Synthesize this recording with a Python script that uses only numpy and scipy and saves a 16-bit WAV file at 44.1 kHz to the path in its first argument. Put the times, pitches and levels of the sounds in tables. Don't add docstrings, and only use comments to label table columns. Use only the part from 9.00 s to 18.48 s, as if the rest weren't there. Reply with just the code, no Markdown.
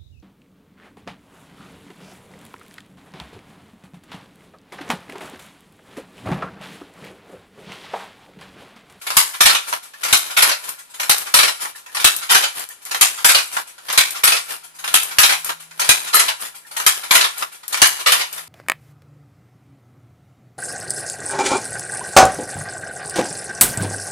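import sys
import numpy as np
from scipy import signal
from scipy.fft import rfft, irfft
from scipy.io import wavfile

SR = 44100
rng = np.random.default_rng(int(sys.argv[2]) if len(sys.argv) > 2 else 0)


def to_wav(sig):
    pcm = np.clip(np.atleast_2d(sig), -1, 1) * 32767
    pcm = np.round(pcm).astype(np.int16)
    wavfile.write(sys.argv[1], SR, pcm.T)


N = 418068
TIME_S = np.arange(N) / SR
AGE_S = np.arange(int(.6 * SR)) / SR

# start_s, wood_db, treble_db
STROKES = [(0.167, -5.5, -7), (1.126, -2.5, -7.5), (2.094, -6.5, -10), (3.043, -2, -6.5), (4.01, -5.5, -8),
           (4.975, -1.5, -8), (5.94, -6.5, -9.5), (6.89, -1.5, -6.5), (7.863, -7, -10), (8.817, 0.5, -7)]
# freq_hz, gain_db
IMPACT_COLOUR = [(40, -36), (110, -15.5), (300, -13.5), (450, -12.5), (750, -5), (1250, -0.5), (1800, -0.5),
                 (2800, 0), (4200, -1.5), (6500, -5.5), (10500, 1), (12500, -7.5), (14200, -14)]
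# pitch_hz, level_db, base_t60_s
SLEY_MODES = [(783, -9.5, .14), (983, -5.5, 0.16), (1280, -19, 0.13), (1375, -0.5, 0.083),
              (1389, -6.5, 0.27), (1406, -5, 0.12), (1740, -20, 0.056), (2333, -4, 0.19), (3100, -12, 0.13)]


def amp(db):
    return 10 ** (np.asarray(db) / 20)


def fade(t60_s):
    return np.exp(-np.log(1000) * AGE_S / t60_s)


def add(track, start_s, sound):
    i = min(max(int(start_s * SR), 0), N)
    track[:, i:i + sound.shape[1]] += sound[:, :N - i]


def colour(x, points):
    size = 2048
    hz, db = np.transpose(points)
    bins_hz = np.maximum(np.arange(size // 2 + 1) * SR / size, 1)
    gain = amp(np.interp(np.log(bins_hz), np.log(hz), db))
    cepstrum = irfft(np.log(gain))
    cepstrum[1:size // 2] *= 2
    cepstrum[size // 2 + 1:] = 0
    impulse = irfft(np.exp(rfft(cepstrum)))
    return signal.fftconvolve(x, impulse[None], axes=1)[:, :N]


def flutter(count, rate_hz, depth_db):
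    steps = np.arange(count) * rate_hz / SR
    levels = np.clip(rng.standard_normal(count), -2, 2)
    gain = amp(depth_db * np.interp(steps, np.arange(count), levels))
    return gain / np.sqrt(np.mean(gain ** 2))


def wood_modes(ripple_db=4.3, spacing_hz=75):
    hz = np.arange(len(AGE_S) // 2 + 1) * SR / len(AGE_S)
    cluster_index = np.log1p(hz / 3500) * 3500 / spacing_hz
    strengths = np.clip(rng.standard_normal(200), -2, 2)
    clusters = amp(ripple_db * np.interp(cluster_index, np.arange(200), strengths))
    noise = irfft(rfft(rng.standard_normal((2, len(AGE_S)))) * clusters, len(AGE_S))
    bands_hz = [(400, 6500), (6500, 14500), (35, 400)]
    filters = [signal.butter(3, band, "band", fs=SR, output="sos") for band in bands_hz]
    bands = np.array([signal.sosfilt(sos, noise) for sos in filters])
    return bands / bands.std(axis=(1, 2), keepdims=True)


def blows(rows, spectrum, wood_db, wood_t60_s, treble_db, treble_t60_s, thump_db, thump_t60_s,
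          crack_db, crack_t60_s, room_db, room_t60_s, chatter_db=0):
    out = np.zeros((2, N))
    crack = amp(crack_db) * fade(crack_t60_s)
    room = amp(room_db) * fade(room_t60_s)
    decays = [np.sqrt(fade(t60_s) ** 2 + crack ** 2 + room ** 2) for t60_s in (wood_t60_s, treble_t60_s)]
    decays.append(fade(thump_t60_s))
    for start_s, wood, treble, rise_s in rows:
        gains = amp([wood + wood_db, treble + treble_db, wood + thump_db])
        attack = 1 - np.exp(-(AGE_S / rise_s) ** 2)
        chatter = flutter(len(AGE_S), rate_hz=359, depth_db=chatter_db)
        bands = wood_modes()
        body = sum(gain * decay * band for gain, decay, band in zip(gains, decays, bands))
        add(out, start_s, attack * chatter * body)
    return colour(out, spectrum)


def ring(rows, modes, ring_db, t60_scale, split_hz, partials=5):
    out = np.zeros((2, N))
    age_s = AGE_S[:len(AGE_S) // 2]
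    hop = 64
    attack = np.minimum(age_s / 0.00087, 1)
    hz, mode_db, base_t60_s = np.transpose(modes)[:, :, None]
    decaying = np.exp((2j * np.pi * hz - np.log(1000) / (base_t60_s * t60_scale)) * age_s)
    for start_s, level_db, *_ in rows:
        detune_hz = split_hz * rng.uniform(-1.02, 1, (partials, 1, len(modes), 1))
        phase_turns = detune_hz * age_s[::hop] + rng.random((partials, 2, len(modes), 1))
        beating = np.exp(2j * np.pi * phase_turns).sum(axis=0) / np.sqrt(partials)
        beating = np.repeat(beating, hop, axis=2)[:, :, :len(age_s)]
        tones = amp(level_db + mode_db + ring_db) * decaying
        add(out, start_s, (beating * tones).imag.sum(axis=1) * attack)
    return out


def workshop(air_db=-55, hum_hz=163, hum_gain_db=-1):
    # freq_hz, gain_db
    air_colour = [(30, -8), (120, -6), (300, -3), (900, 0), (1550, -2), (1720, 4), (1950, -3), (6000, -8),
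                  (10300, -2), (14000, -17)]
    # time_s, level_db
    hum_curve = [(0, -81), (5.2, -81), (5.799, -67), (6.4, -60), (6.8, -58), (7.2, -70), (8.6, -74),
                 (9.099, -76), (9.48, -58)]
    air = colour(rng.standard_normal((2, N)), air_colour)
    hum_db = np.interp(TIME_S, *np.transpose(hum_curve)) + hum_gain_db
    hum = amp(hum_db) * np.sin(2 * np.pi * hum_hz * TIME_S)
    return air * amp(air_db) / air.std() + hum


def threads(gain_db=-2):
    # peak_after_picker_s, rise_s, fall_s, level_db
    rubs = [(-.025, 0.082, 0.073, -31), (.1, 0.037, 0.15, -34), (.365, 0.06, 0.048, -24),
            (0.558, 0.049, 0.048, -30)]
    # freq_hz, gain_db
    rustle_colour = [(40, -12), (200, -8.5), (450, -0.5), (950, 6), (1550, 5.5), (1730, 9.5), (1950, 2.5),
                     (3000, 3.5), (5000, 1), (7500, -4), (10300, 5), (12500, 0), (14200, -4)]
    offset_s = np.arange(-SR // 2, SR) / SR
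    swells = np.zeros(len(offset_s))
    for peak_s, rise_s, fall_s, level_db in rubs:
        width_s = np.where(offset_s < peak_s, rise_s, fall_s)
        swells += amp(level_db) * np.exp(-((offset_s - peak_s) / width_s) ** 2)
    rubbing = sum(np.interp(TIME_S - start_s, offset_s, swells, left=0, right=0)
                  for start_s, *_ in STROKES)
    tugs = flutter(N, rate_hz=45, depth_db=3.5)
    catches = flutter(N, rate_hz=900, depth_db=4) * tugs
    return colour(rng.standard_normal((2, N)) * catches * rubbing * amp(gain_db), rustle_colour)


def shafts(tread_rise_s=0.0042, scatter_s=.0008, scatter_db=1):
    # start_s, wood_db, treble_db
    treads = [(0.065, -16.5, -24), (1.032, -14, -18), (1.996, -14.5, -20), (2.946, -16.5, -21.5),
              (3.909, -15, -23), (4.883, -19.5, -34), (5.839, -17.5, -26), (6.794, -11, -15.5),
              (7.764, -15.5, -20), (8.724, -15.5, -18)]
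    # after_picker_s, wood_db, treble_db, rise_s
    outward = [(-.155, -28.5, -32.5, 0.0053), (-.064, -17, -26, 0.0013), (.165, -19.5, -29, 0.01),
               (.504, -20, -21.5, 0.017), (.655, -32.5, -34, 0.0087), (.679, -37, -41.5, 0.0058),
               (.768, -34, -44, 0.0032)]
    # after_picker_s, wood_db, treble_db, rise_s
    back = [(-.075, -15.5, -36, 0.0017), (-.045, -17.5, -25, 0.0025), (-.021, -21.5, -74, 0.0035),
            (0.173, -17, -25.5, 0.012), (.505, -27, -29, .009), (.556, -27, -31, .006),
            (.652, -29.5, -31, 0.014), (.766, -35, -37, 0.014)]
    # freq_hz, gain_db
    clack_colour = [(40, -12), (110, -6), (300, -13.5), (500, -10), (750, -6), (1000, 1), (1400, -1.5),
                    (2000, -1), (3200, -2.5), (6500, -6), (10800, -3), (12500, -10), (14200, -13)]
    rows = [(*tread, tread_rise_s) for tread in treads]
    for k, (start_s, *_) in enumerate(STROKES):
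        for after_s, wood_db, treble_db, rise_s in back if k % 2 else outward:
            late_s, harder_db = rng.standard_normal(2) * (scatter_s, scatter_db)
            rows.append((start_s + after_s + late_s, wood_db + harder_db, treble_db + harder_db, rise_s))
    clacks = blows(rows, clack_colour, wood_db=-2.5, wood_t60_s=0.19, treble_db=3.5, treble_t60_s=0.24,
                   thump_db=-32, thump_t60_s=0.12, crack_db=11, crack_t60_s=0.016,
                   room_db=-21, room_t60_s=0.53)
    return clacks + ring(rows, SLEY_MODES, ring_db=-18, t60_scale=2, split_hz=30)


def picker(rise_s=0.0017, rebound_s=0.016, rebound_db=-8, rebound_rise_s=0.0018):
    # freq_hz, gain_db
    slap_colour = [(40, 2), (110, 2), (250, -4.5), (450, -12.5), (750, -2), (1300, 3), (1800, 2), (2800, 4),
                   (5000, 0.5), (7000, 1), (11000, 2), (12500, -4.5), (14200, -8)]
    outward = STROKES[::2]
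    rows = [(*stroke, rise_s) for stroke in STROKES]
    rows += [(start_s + rebound_s, wood_db + rebound_db, treble_db + rebound_db, rebound_rise_s)
             for start_s, wood_db, treble_db in outward]
    slap = blows(rows, slap_colour, wood_db=-3, wood_t60_s=0.19, treble_db=4, treble_t60_s=0.15,
                 thump_db=-23.5, thump_t60_s=0.067, crack_db=4, crack_t60_s=0.028,
                 room_db=-15, room_t60_s=0.48, chatter_db=2.5)
    return slap + first_box(outward, ring_db=-7)


def first_box(rows, ring_db):
    # pitch_hz, level_db, base_t60_s
    modes = [(1290, -5, .08), (8110, -7, .12), (9668, -5, .1), (10443, -11, .12), (11355, -2, .1),
             (12243, -9, .12), (13210, -8, .11), (14147, -11, .11)]
    return ring(rows, modes, ring_db, t60_scale=1.25, split_hz=55)


def shuttle():
    # start_s, wood_db, treble_db, seat_s, steel_db
    arrivals = [(0.405, -3.5, -19, 0.0038, -23.5), (1.364, -6, -18, 0.0086, -20),
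                (2.339, -6, -15, 0.0025, -22.5), (3.289, -2, -14.5, .021, -17),
                (4.244, -5.5, -12, 0.0034, -22.5), (5.233, -8.5, -16.5, 0.0062, -13.5),
                (6.184, -5.5, -12, 0.0023, -36), (7.126, -4, -18, 0.018, -8.5),
                (8.108, -6, -17.5, 0.0026, -27), (9.058, -5.5, -20, 0.0097, -76)]
    rows = [row[:4] for row in arrivals]
    slam = blows(rows, IMPACT_COLOUR, wood_db=2, wood_t60_s=0.049, treble_db=6, treble_t60_s=0.47,
                 thump_db=-23, thump_t60_s=0.075, crack_db=8, crack_t60_s=0.034,
                 room_db=-3, room_t60_s=0.34, chatter_db=2)
    wood = [(start_s + seat_s, wood_db) for start_s, wood_db, _, seat_s, _ in arrivals]
    steel = [(start_s + seat_s, steel_db) for start_s, _, _, seat_s, steel_db in arrivals]
    hollow = sley_middle(wood[1::2], ring_db=-10.5, t60_scale=0.79, split_hz=31)
    return slam + hollow + second_box(steel[::2], ring_db=11) + first_box(steel[1::2], ring_db=5)


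def second_box(rows, ring_db):
    # pitch_hz, level_db, base_t60_s
    modes = [(960, -2, .12), (7287, -4, .25), (8850, -5, .25), (9832, -4, .13), (10551, -8, .15),
             (11550, -1, .17), (12354, -10, .15), (13386, -6, .2)]
    return ring(rows, modes, ring_db, t60_scale=1.4, split_hz=28)


def frame(gain_db=8, rise_s=0.0047, pitch_scatter=0.055):
    # start_s, level_db
    thuds = [(0.448, -36), (1.125, -38), (3.044, -33.5), (4.975, -44), (6.183, -34.5), (6.889, -27.5),
             (8.108, -42), (8.817, -33)]
    # pitch_hz, level_db, t60_s
    modes = [(73.6, 1.5, 0.046), (108.6, 6, 0.05), (149, -19, 0.047)]
    out = np.zeros((2, N))
    attack = np.minimum(AGE_S / rise_s, 1)
    for start_s, level_db in thuds:
        for pitch_hz, mode_db, t60_s in modes:
            detuned_hz = pitch_hz * (1 + pitch_scatter * rng.standard_normal())
            wave = np.sin(2 * np.pi * (detuned_hz * AGE_S + rng.random((2, 1))))
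            add(out, start_s, amp(level_db + mode_db + gain_db) * wave * fade(t60_s) * attack)
    return out


def beater(out_rise_s=0.0032, back_rise_s=0.0028, rebound_rise_s=0.0034, rattle_treble_db=-9.5,
           settle_s=.089, settle_gain_db=-8.5, settle_rise_s=0.0048):
    # start_s, wood_db, treble_db, rebound_after_s, rebound_db
    beats = [(0.456, 1.5, -3.5, 0.039, -5.5), (1.421, -2, -4.5, 0.069, -9.5), (2.386, -1.5, -10, 0.043, -4),
             (3.345, -0.5, -6, 0.076, -13), (4.289, -1.5, -7, 0.055, -2), (5.272, -4, -8.5, 0.046, -6),
             (6.23, 0.5, -8, 0.061, -7), (7.193, -5, -6.5, .087, -11.5), (8.149, 0, -3.5, 0.057, -6),
             (9.118, -3.5, -6.5, 0.076, -17)]
    rows = []
    for k, (start_s, wood_db, treble_db, after_s, rebound_db) in enumerate(beats):
        settle_db = wood_db + settle_gain_db
        rows += [(start_s, wood_db, treble_db, back_rise_s if k % 2 else out_rise_s),
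                 (start_s + after_s, rebound_db, rebound_db + rattle_treble_db, rebound_rise_s),
                 (start_s + settle_s, settle_db, settle_db + rattle_treble_db, settle_rise_s)]
    strike = blows(rows, IMPACT_COLOUR, wood_db=-2.5, wood_t60_s=0.19, treble_db=2, treble_t60_s=0.14,
                   thump_db=-32, thump_t60_s=.08, crack_db=-1, crack_t60_s=0.017,
                   room_db=-27.5, room_t60_s=0.95)
    return strike + ring(rows, SLEY_MODES, ring_db=-23.5, t60_scale=1.93, split_hz=25)


def heddles(room_db=-11.5):
    # start_s, level_db
    ticks = [(0.677, -41), (1.176, -15), (1.691, -22), (2.182, -19.5), (2.63, -29), (3.164, -18.5),
             (3.595, -27), (3.689, -31), (3.852, -29), (4.927, -19), (5.107, -22), (5.526, -35),
             (6.032, -18.5), (6.446, -20), (7.414, -30), (8.381, -28), (8.68, -23.5), (8.872, -12.5),
             (9.328, -26)]
    # freq_hz, gain_db
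    tick_colour = [(500, -10), (3000, -5.5), (7000, 4), (10000, 8), (11500, 3.5), (13000, 12), (14200, -15)]
    # pitch_hz, level_db, base_t60_s
    modes = [(8200, 1, .14), (9300, 11.5, 0.17), (12000, 11, 0.12)]
    out = np.zeros((2, N))
    decay = fade(t60_s=0.014) + amp(room_db) * fade(t60_s=0.21)
    for start_s, level_db in ticks:
        add(out, start_s, amp(level_db) * rng.standard_normal((2, len(AGE_S))) * decay)
    return colour(out, tick_colour) + ring(ticks, modes, ring_db=-22.5, t60_scale=1.1, split_hz=68)


def picker_stop(rise_s=0.0021):
    # start_s, level_db
    knocks = [(0.725, -12.5), (2.649, -22.5), (4.566, -13), (6.491, -13.5), (8.422, -17)]
    # freq_hz, gain_db
    knock_colour = [(40, -16), (300, -2), (500, -8.5), (1000, 11), (1500, 4.5), (2500, 3.5), (4000, -3.5),
                    (6500, -5), (10800, -6), (14200, -12)]
    rows = [(start_s, level_db, level_db, rise_s) for start_s, level_db in knocks]
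    drop = blows(rows, knock_colour, wood_db=-4.5, wood_t60_s=0.13, treble_db=-7, treble_t60_s=0.14,
                 thump_db=-46, thump_t60_s=0.23, crack_db=-6, crack_t60_s=0.0094,
                 room_db=-33, room_t60_s=0.61, chatter_db=2.5)
    return drop + sley_middle(rows, ring_db=-9.5, t60_scale=0.78, split_hz=18)


def sley_middle(rows, ring_db, t60_scale, split_hz):
    modes = [mode for mode in SLEY_MODES if 900 < mode[0] < 1600]
    return ring(rows, modes, ring_db, t60_scale, split_hz)


def shed_creaks():
    # start_s, level_db
    creaks = [(0.94, -35), (2.75, -36), (2.895, -41), (3.70, -35), (7.65, -41)]
    # pitch_hz, level_db, base_t60_s
    modes = [(1730, 0.5, 0.13), (1830, -4, 0.2)]
    return ring(creaks, modes, ring_db=0.5, t60_scale=0.59, split_hz=43)


def stereo_image(x):
    mid = colour(x[:1] + x[1:], [(60, -1.5), (300, -2), (700, -1.5), (1300, -.3), (3000, 0)]) / 2
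    side = colour(x[:1] - x[1:], [(50, 4), (130, 6), (300, 8), (700, 5), (1300, .6), (3000, 0)]) / 2
    left = colour(mid + side, [(300, .8), (2500, -.2), (5500, 0), (8000, 2.7), (12000, 3)])
    right = colour(mid - side, [(300, -.8), (2500, .2), (5500, 0), (8000, -3.1), (12000, -3.7)])
    return np.vstack([left, right])


def scene():
    loom = (shed_creaks() + picker() + shuttle() + beater()
            + shafts() + picker_stop() + heddles() + threads())
    return stereo_image(loom) + frame() + workshop()


def record(dry, gain_db=2, cutoff_hz=14300):
    clipped = np.tanh(amp(gain_db) * dry)
    return signal.sosfilt(signal.ellip(10, .2, 70, cutoff_hz, fs=SR, output="sos"), clipped)


dry = scene()
out = record(dry)
to_wav(out)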